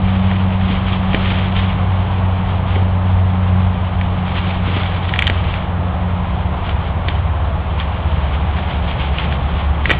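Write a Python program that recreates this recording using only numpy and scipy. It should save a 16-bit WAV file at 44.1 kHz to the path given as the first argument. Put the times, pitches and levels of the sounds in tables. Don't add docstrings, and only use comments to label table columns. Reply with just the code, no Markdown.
import sys
import numpy as np
from scipy import signal
from scipy.fft import rfft, irfft, next_fast_len
from scipy.io import wavfile
from scipy.ndimage import uniform_filter1d, minimum_filter1d

SR = 44100
rng = np.random.default_rng(int(sys.argv[2]) if len(sys.argv) > 2 else 0)


def unload_wav(signal):
    wavfile.write(
        sys.argv[1],
        SR,
        np.round(np.clip(np.atleast_2d(signal).T, -1, 1) * 32767).astype(np.int16),
    )


N = 440559
TIME = np.arange(N) / SR

# t/s, level/dB
ROAD_LEVEL = [(0, -28), (1.5, -27.5), (3, -28.5), (5.6, -29), (7.3, -28.5), (8.6, -28.5), (9.99, -27)]
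# f/Hz, level/dB
RUMBLE_SPECTRUM = [(12, -11), (24, -9), (42, 0.5), (58, 5), (78, 1), (105, 0.5), (135, -1.5), (170, -3),
                   (215, -11), (290, -16), (450, -24.5), (900, -49.5)]
TYRE_SPECTRUM = [(150, -24.5), (300, -10.5), (430, -6), (600, -2.5), (740, 0.5), (1100, -3), (1450, -10.5),
                 (2000, -15.5), (3200, -20), (5000, -27)]
LEAF_SPECTRUM = [(150, -4), (350, 0.5), (700, -7.5), (1200, 4), (1700, -1), (2300, 3.5), (2650, 0.5),
                 (3150, 4.5), (4000, -3), (6000, 0.5)]
# f/Hz, level/dB
HISS_SPECTRUM = [(3000, -6), (5500, 0.5), (6900, -3), (7800, 5.5), (8500, -5.5), (10500, -8), (11700, 2),
                 (12600, -14), (14500, -18.5), (15600, -9)]
# t/s, fundamental level/dB, octave level/dB
ENGINE_LEVELS = [(0, -16, -18.5), (0.9, -20, -19), (1.8, -15.5, -23.5), (2.9, -15.7, -26.5),
                 (3.6, -15.5, -19.5), (4.3, -19.5, -27), (4.7, -16.5, -26.5), (5.2, -20, -30),
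                 (6.1, -23, -24), (7.1, -21.5, -36), (8.1, -23, -40), (8.9, -29, -32), (9.99, -33.5, -32)]
# t/s, f/Hz
ENGINE_GLIDE = [(0, 94.5), (2, 93.1), (4, 91.3), (6, 89.7), (8, 88.3), (10, 86)]
# t/s, level/dB
HUM_LEVEL = [(0, -29), (1, -38), (3.5, -38.5), (4.7, -43), (5.2, -27.5), (6.7, -23.5), (7.4, -18.5),
             (8.6, -20), (9.99, -19)]
# t/s, level/dB
SHUFFLE_LEVEL = [(0, -34.5), (1.8, -35.5), (3, -38.5), (4, -37), (5, -30), (5.75, -43.5), (6.5, -38),
                 (7.4, -41), (8, -35), (9.99, -35)]
# hardest push t/s, length/s, level/dB
LEG_SCUFFS = [(0.109, 0.12, -30.5), (0.326, 0.32, -31.5), (0.707, 0.22, -26.5), (0.915, .22, -28),
              (1.294, 0.4, -24), (1.578, .07, -22.5), (1.657, 0.18, -30.5), (2.1, .2, -37),
              (2.485, 0.11, -35.5), (2.732, .14, -30.5), (3.094, .07, -35), (4.375, .3, -28.5),
              (4.507, .07, -30), (4.679, 0.22, -30), (4.818, .17, -23.5), (5.201, 0.4, -29.5),
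              (5.513, 0.2, -28.5), (6.68, 0.12, -31.5), (6.875, 0.088, -34.5), (7.101, 0.053, -30),
              (7.162, .08, -33), (7.808, .08, -29), (8.12, .25, -37.5), (8.348, 0.055, -30.5),
              (8.582, .08, -28.5), (8.717, 0.1, -28.5), (8.894, 0.12, -28.5), (9.03, .14, -27),
              (9.204, 0.12, -25.5), (9.33, .07, -28), (9.592, .14, -29.5), (9.912, 0.13, -25.5)]
# t/s, level/dB, f/Hz
HOOF_STAMPS = [(0.701, -16.5, 221), (1.144, -10, 300), (2.764, -16, 409), (2.824, -21, 222),
               (4.677, -16.5, 223), (4.766, -17, 270), (5.298, -18, 370), (7.084, -23.5, 294),
               (9.896, -17.5, 428), (9.911, -13.5, 510)]
# ratio to the stamp's pitch, level/dB, t60/s
SOIL_RESONANCES = [(0.601, -2.5, 0.029), (1.0, 2, 0.027), (1.35, -8.5, 0.025)]
# f/Hz, level/dB
ANTLER_RESONANCES = [(880, -7.5), (1270, -2.5), (1610, 1.5), (1900, 5), (2310, 2.5), (2590, -4), (2860, -1),
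                     (3140, 3), (3540, 1), (3950, -8), (4490, 3.5)]
# t/s, level/dB, favoured f/Hz, fall-off around it/(dB per octave), snap level/dB
ANTLER_CLACKS = [(0.313, -22.5, 2020, 11, -82), (1.132, -20.5, 2550, 5.5, -80),
                 (1.146, -10.5, 2400, 14, -77), (1.304, -20, 3400, 16, -80), (2.7576, -25, 1780, 12, -79),
                 (4.012, -20, 2140, 12, -86), (5.0915, -19.5, 2700, 11, -80),
                 (5.1373, -13.5, 2050, 17, -80), (5.16, -18, 2000, 10, -70), (5.1899, -7, 2460, 16, -21),
                 (5.222, -9.5, 2370, 16, -23), (5.241, -22, 2790, 12, -50), (5.2685, -9, 3250, 21, -25),
                 (5.276, -11, 2900, 7, -27), (5.2984, -12, 2640, -1, -34), (5.54, -19.5, 2310, 11, -76),
                 (6.6927, -22, 2550, 5.5, -72), (7.0838, -14, 3900, 3, -85), (7.0883, -19.5, 3900, 1, -84),
                 (7.7997, -19, 3200, 13.5, -80), (8.586, -25, 1740, 8, -80), (8.913, -24, 3040, 13, -82),
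                 (9.184, -17, 2760, 35, -80), (9.3243, -20.5, 2200, 18, -85), (9.8558, -9, 1960, 17, -78),
                 (9.895, -12.5, 2130, 14, -80), (9.9034, -6, 1860, 7, -34), (9.9088, -9, 2000, 13, -21),
                 (9.9135, -7, 2250, 17, -19), (9.9338, -21, 2170, 16, -54)]


def from_db(db):
    return 10 ** (np.asarray(db) / 20)


def rms_one(x):
    return x / np.sqrt(np.mean(x ** 2) + 1e-20)


def in_time(rows):
    times, *columns = np.transpose(rows)
    return [np.interp(TIME, times, column) for column in columns]


def drift(hz):
    pole = np.exp(-80 * np.pi * hz / SR)
    slow = signal.lfilter([1], [1, -2 * pole, pole * pole], rng.standard_normal(N // 40 + 2002))[2000:]
    return np.interp(np.arange(N) / 40, np.arange(len(slow)), rms_one(slow))


def butter(x, hz, kind, order=2):
    return signal.sosfilt(signal.butter(order, hz, kind, fs=SR, output="sos"), x + 1e-18)


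def coloured(x, spectrum):
    size = next_fast_len(N)
    hz, level_db = np.transpose(spectrum)
    bins = np.maximum(np.fft.rfftfreq(size, 1 / SR), 1)
    gain = from_db(np.interp(np.log(bins), np.log(hz), level_db))
    return rms_one(irfft(rfft(x, size) * gain, size)[:N])


def ring(clicks, hz, t60):
    r, w = from_db(-60 / (t60 * SR)), 2 * np.pi * hz / SR
    return signal.lfilter([0, np.sin(w)], [1, -2 * r * np.cos(w), r * r], clicks + 1e-18)


def dying(t, t60):
    return np.exp(-np.log(1000) * t / t60)


def add(out, start_s, sound):
    at = max(round(start_s * SR), 0)
    out[at:at + len(sound)] += sound[:max(N - at, 0)]


def traffic(rumble_db=6.5, wash_db=-27.0, swell_db=0.26):
    road_db, = in_time(ROAD_LEVEL)
    rumble = from_db(rumble_db + road_db) * coloured(rng.standard_normal(N), RUMBLE_SPECTRUM)
    wash = from_db(wash_db + swell_db * drift(2)) * coloured(rng.standard_normal(N), TYRE_SPECTRUM)
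    return rumble + wash


def engines(hum_hz=71.4, waver_db=1.58, wobble_rad=0.1):
    hz, = in_time(ENGINE_GLIDE)
    fundamental_db, octave_db = in_time(ENGINE_LEVELS)
    hum_db, = in_time(HUM_LEVEL)
    turn, hum_turn = 2 * np.pi * np.cumsum(hz) / SR, 2 * np.pi * hum_hz * TIME
    out = np.zeros(N)
    for phase, db in [(turn, fundamental_db - 0.5), (2 * turn, octave_db - 1.5), (hum_turn, hum_db)]:
        amplitude = np.sqrt(2) * from_db(db + waver_db * drift(3.7))
        out += amplitude * np.sin(phase + wobble_rad * drift(0.8))
    return out


def trunks(x, echo_db=-17, t60=0.47):
    t = TIME[:SR // 2]
    scatter = rng.standard_normal(len(t)) * dying(t, t60) * (t > .006)
    return x + from_db(echo_db) * signal.fftconvolve(x, scatter / np.linalg.norm(scatter))[:N]


def scuffling(rise_share=.46):
    shuffle_db, = in_time(SHUFFLE_LEVEL)
    power = from_db(shuffle_db) ** 2
    for push_s, length, db in LEG_SCUFFS:
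        near = slice(*np.searchsorted(TIME, [push_s - 2 * length, push_s + 2 * length]))
        t = TIME[near] - push_s
        width = length * np.where(t < 0, rise_share, 1 - rise_share)
        power[near] += (from_db(db) * np.exp(-(t / width) ** 2)) ** 2
    return 10 * np.log10(power)


def leaves(level_db, breaks_per_s=1500, size_db=2, clump_db=3, flutter_db=2, crackle_db=-5, swish_db=3):
    effort = from_db(level_db - level_db.mean())
    clumps = drift(25)
    breaks = rng.random(N) < breaks_per_s * effort * from_db(clump_db * clumps) / SR
    sizes = from_db(size_db * np.minimum(rng.exponential(1, N), 4))
    ticks = breaks * sizes * rng.choice([-1, 1], N) / np.sqrt(effort)
    pitches = np.geomspace(1200, 4600, 14)
    pitch_index = rng.integers(0, len(pitches), N)
    fragments = sum(ring(ticks * (pitch_index == k), hz, 6.8 / hz) * hz for k, hz in enumerate(pitches))
    crackle = coloured(fragments, LEAF_SPECTRUM)
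    swish = coloured(rng.standard_normal(N), LEAF_SPECTRUM) * from_db(flutter_db * clumps)
    return from_db(level_db) * (from_db(crackle_db) * crackle + from_db(swish_db) * swish)


def hooves(thud_db=2.5, crumble_db=-12, crumble_t60=0.22):
    out, t = np.zeros(N), TIME[:SR // 5]
    for start_s, level_db, hz in HOOF_STAMPS:
        thud = sum(from_db(db) * np.sin(2 * np.pi * hz * ratio * t) * dying(t, t60)
                   for ratio, db, t60 in SOIL_RESONANCES)
        crumble = rms_one(butter(rng.standard_normal(len(t)), [220, 650], "band")) * dying(t, crumble_t60)
        add(out, start_s, from_db(level_db) * (from_db(thud_db) * thud + from_db(crumble_db) * crumble))
    return out


def tine_taps(scuffle_db, per_s=3.0, over_rustle_db=1, spread_db=1.3, hz=2300, octaves=0.36, falloff=10.5):
    effort = from_db(scuffle_db - scuffle_db.mean())
    moments = np.flatnonzero(rng.random(N) < per_s * effort / SR)
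    levels_db = scuffle_db + over_rustle_db
    return [(TIME[i], levels_db[i] + spread_db * force, hz * 2 ** (octaves * place), falloff)
            for i, (force, place) in zip(moments, rng.standard_normal((len(moments), 2)))]


def antler_snaps(gain_db=1, rise_s=0.0017, t60=0.0078, tail_db=-36, tail_t60=.09):
    out, t = np.zeros(N), TIME[:SR // 10]
    envelope = (1 - np.exp(-t / rise_s)) * (dying(t, t60) + from_db(tail_db) * dying(t, tail_t60))
    for start_s, *_, snap_db in ANTLER_CLACKS:
        add(out, start_s, from_db(snap_db + gain_db) * rng.standard_normal(len(t)) * envelope)
    return 2 * butter(out, [5700, 8400], "band")


def antlers(contacts, t60_at_0_db=.018, doubling_db=40.5, grind_db=-15, grind_t60=0.048):
    out, t = np.zeros(N), TIME[:SR // 10]
    hz, mode_db = np.transpose(ANTLER_RESONANCES)[:, :, None]
    for start_s, level_db, favoured_hz, falloff, *_ in contacts:
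        t60 = t60_at_0_db * 2 ** (level_db / doubling_db)
        phase = 2 * np.pi * rng.random(hz.shape)
        detune = 1 + 0.0072 * rng.standard_normal(hz.shape)
        strength = from_db(mode_db - falloff * np.abs(np.log2(hz / favoured_hz)))
        knock = np.sum(strength * np.sin(2 * np.pi * hz * detune * t + phase), axis=0) * dying(t, t60)
        knock /= np.std(knock[t < .003])
        grind = rms_one(butter(rng.standard_normal(len(t)), [700, 4500], "band")) * dying(t, grind_t60)
        add(out, start_s, from_db(level_db) * (knock + from_db(grind_db) * grind))
    return butter(out, 500, "high")


def muffle(x):
    return butter(butter(x, hz=3630, kind="low", order=9), hz=5020, kind="low", order=12)


def limiter(x, size=33):
    gain = minimum_filter1d(1 / np.maximum(np.abs(x), 1), 2 * size)
    return x * uniform_filter1d(uniform_filter1d(gain, size), size)


def scene():
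    scuffle_db = scuffling()
    rustle = leaves(scuffle_db)
    background = engines() + traffic()
    snaps = antler_snaps()
    blows = trunks(hooves() + antlers(ANTLER_CLACKS + tine_taps(scuffle_db)))
    return (muffle(background + rustle + blows) + snaps)[None]


def record(dry, hiss_db=-77, top_cut_hz=15700):
    hiss = from_db(hiss_db) * coloured(rng.standard_normal(N), HISS_SPECTRUM)
    return butter(limiter(dry + hiss), top_cut_hz, "low", order=16)


dry = scene()
out = record(dry)
unload_wav(out)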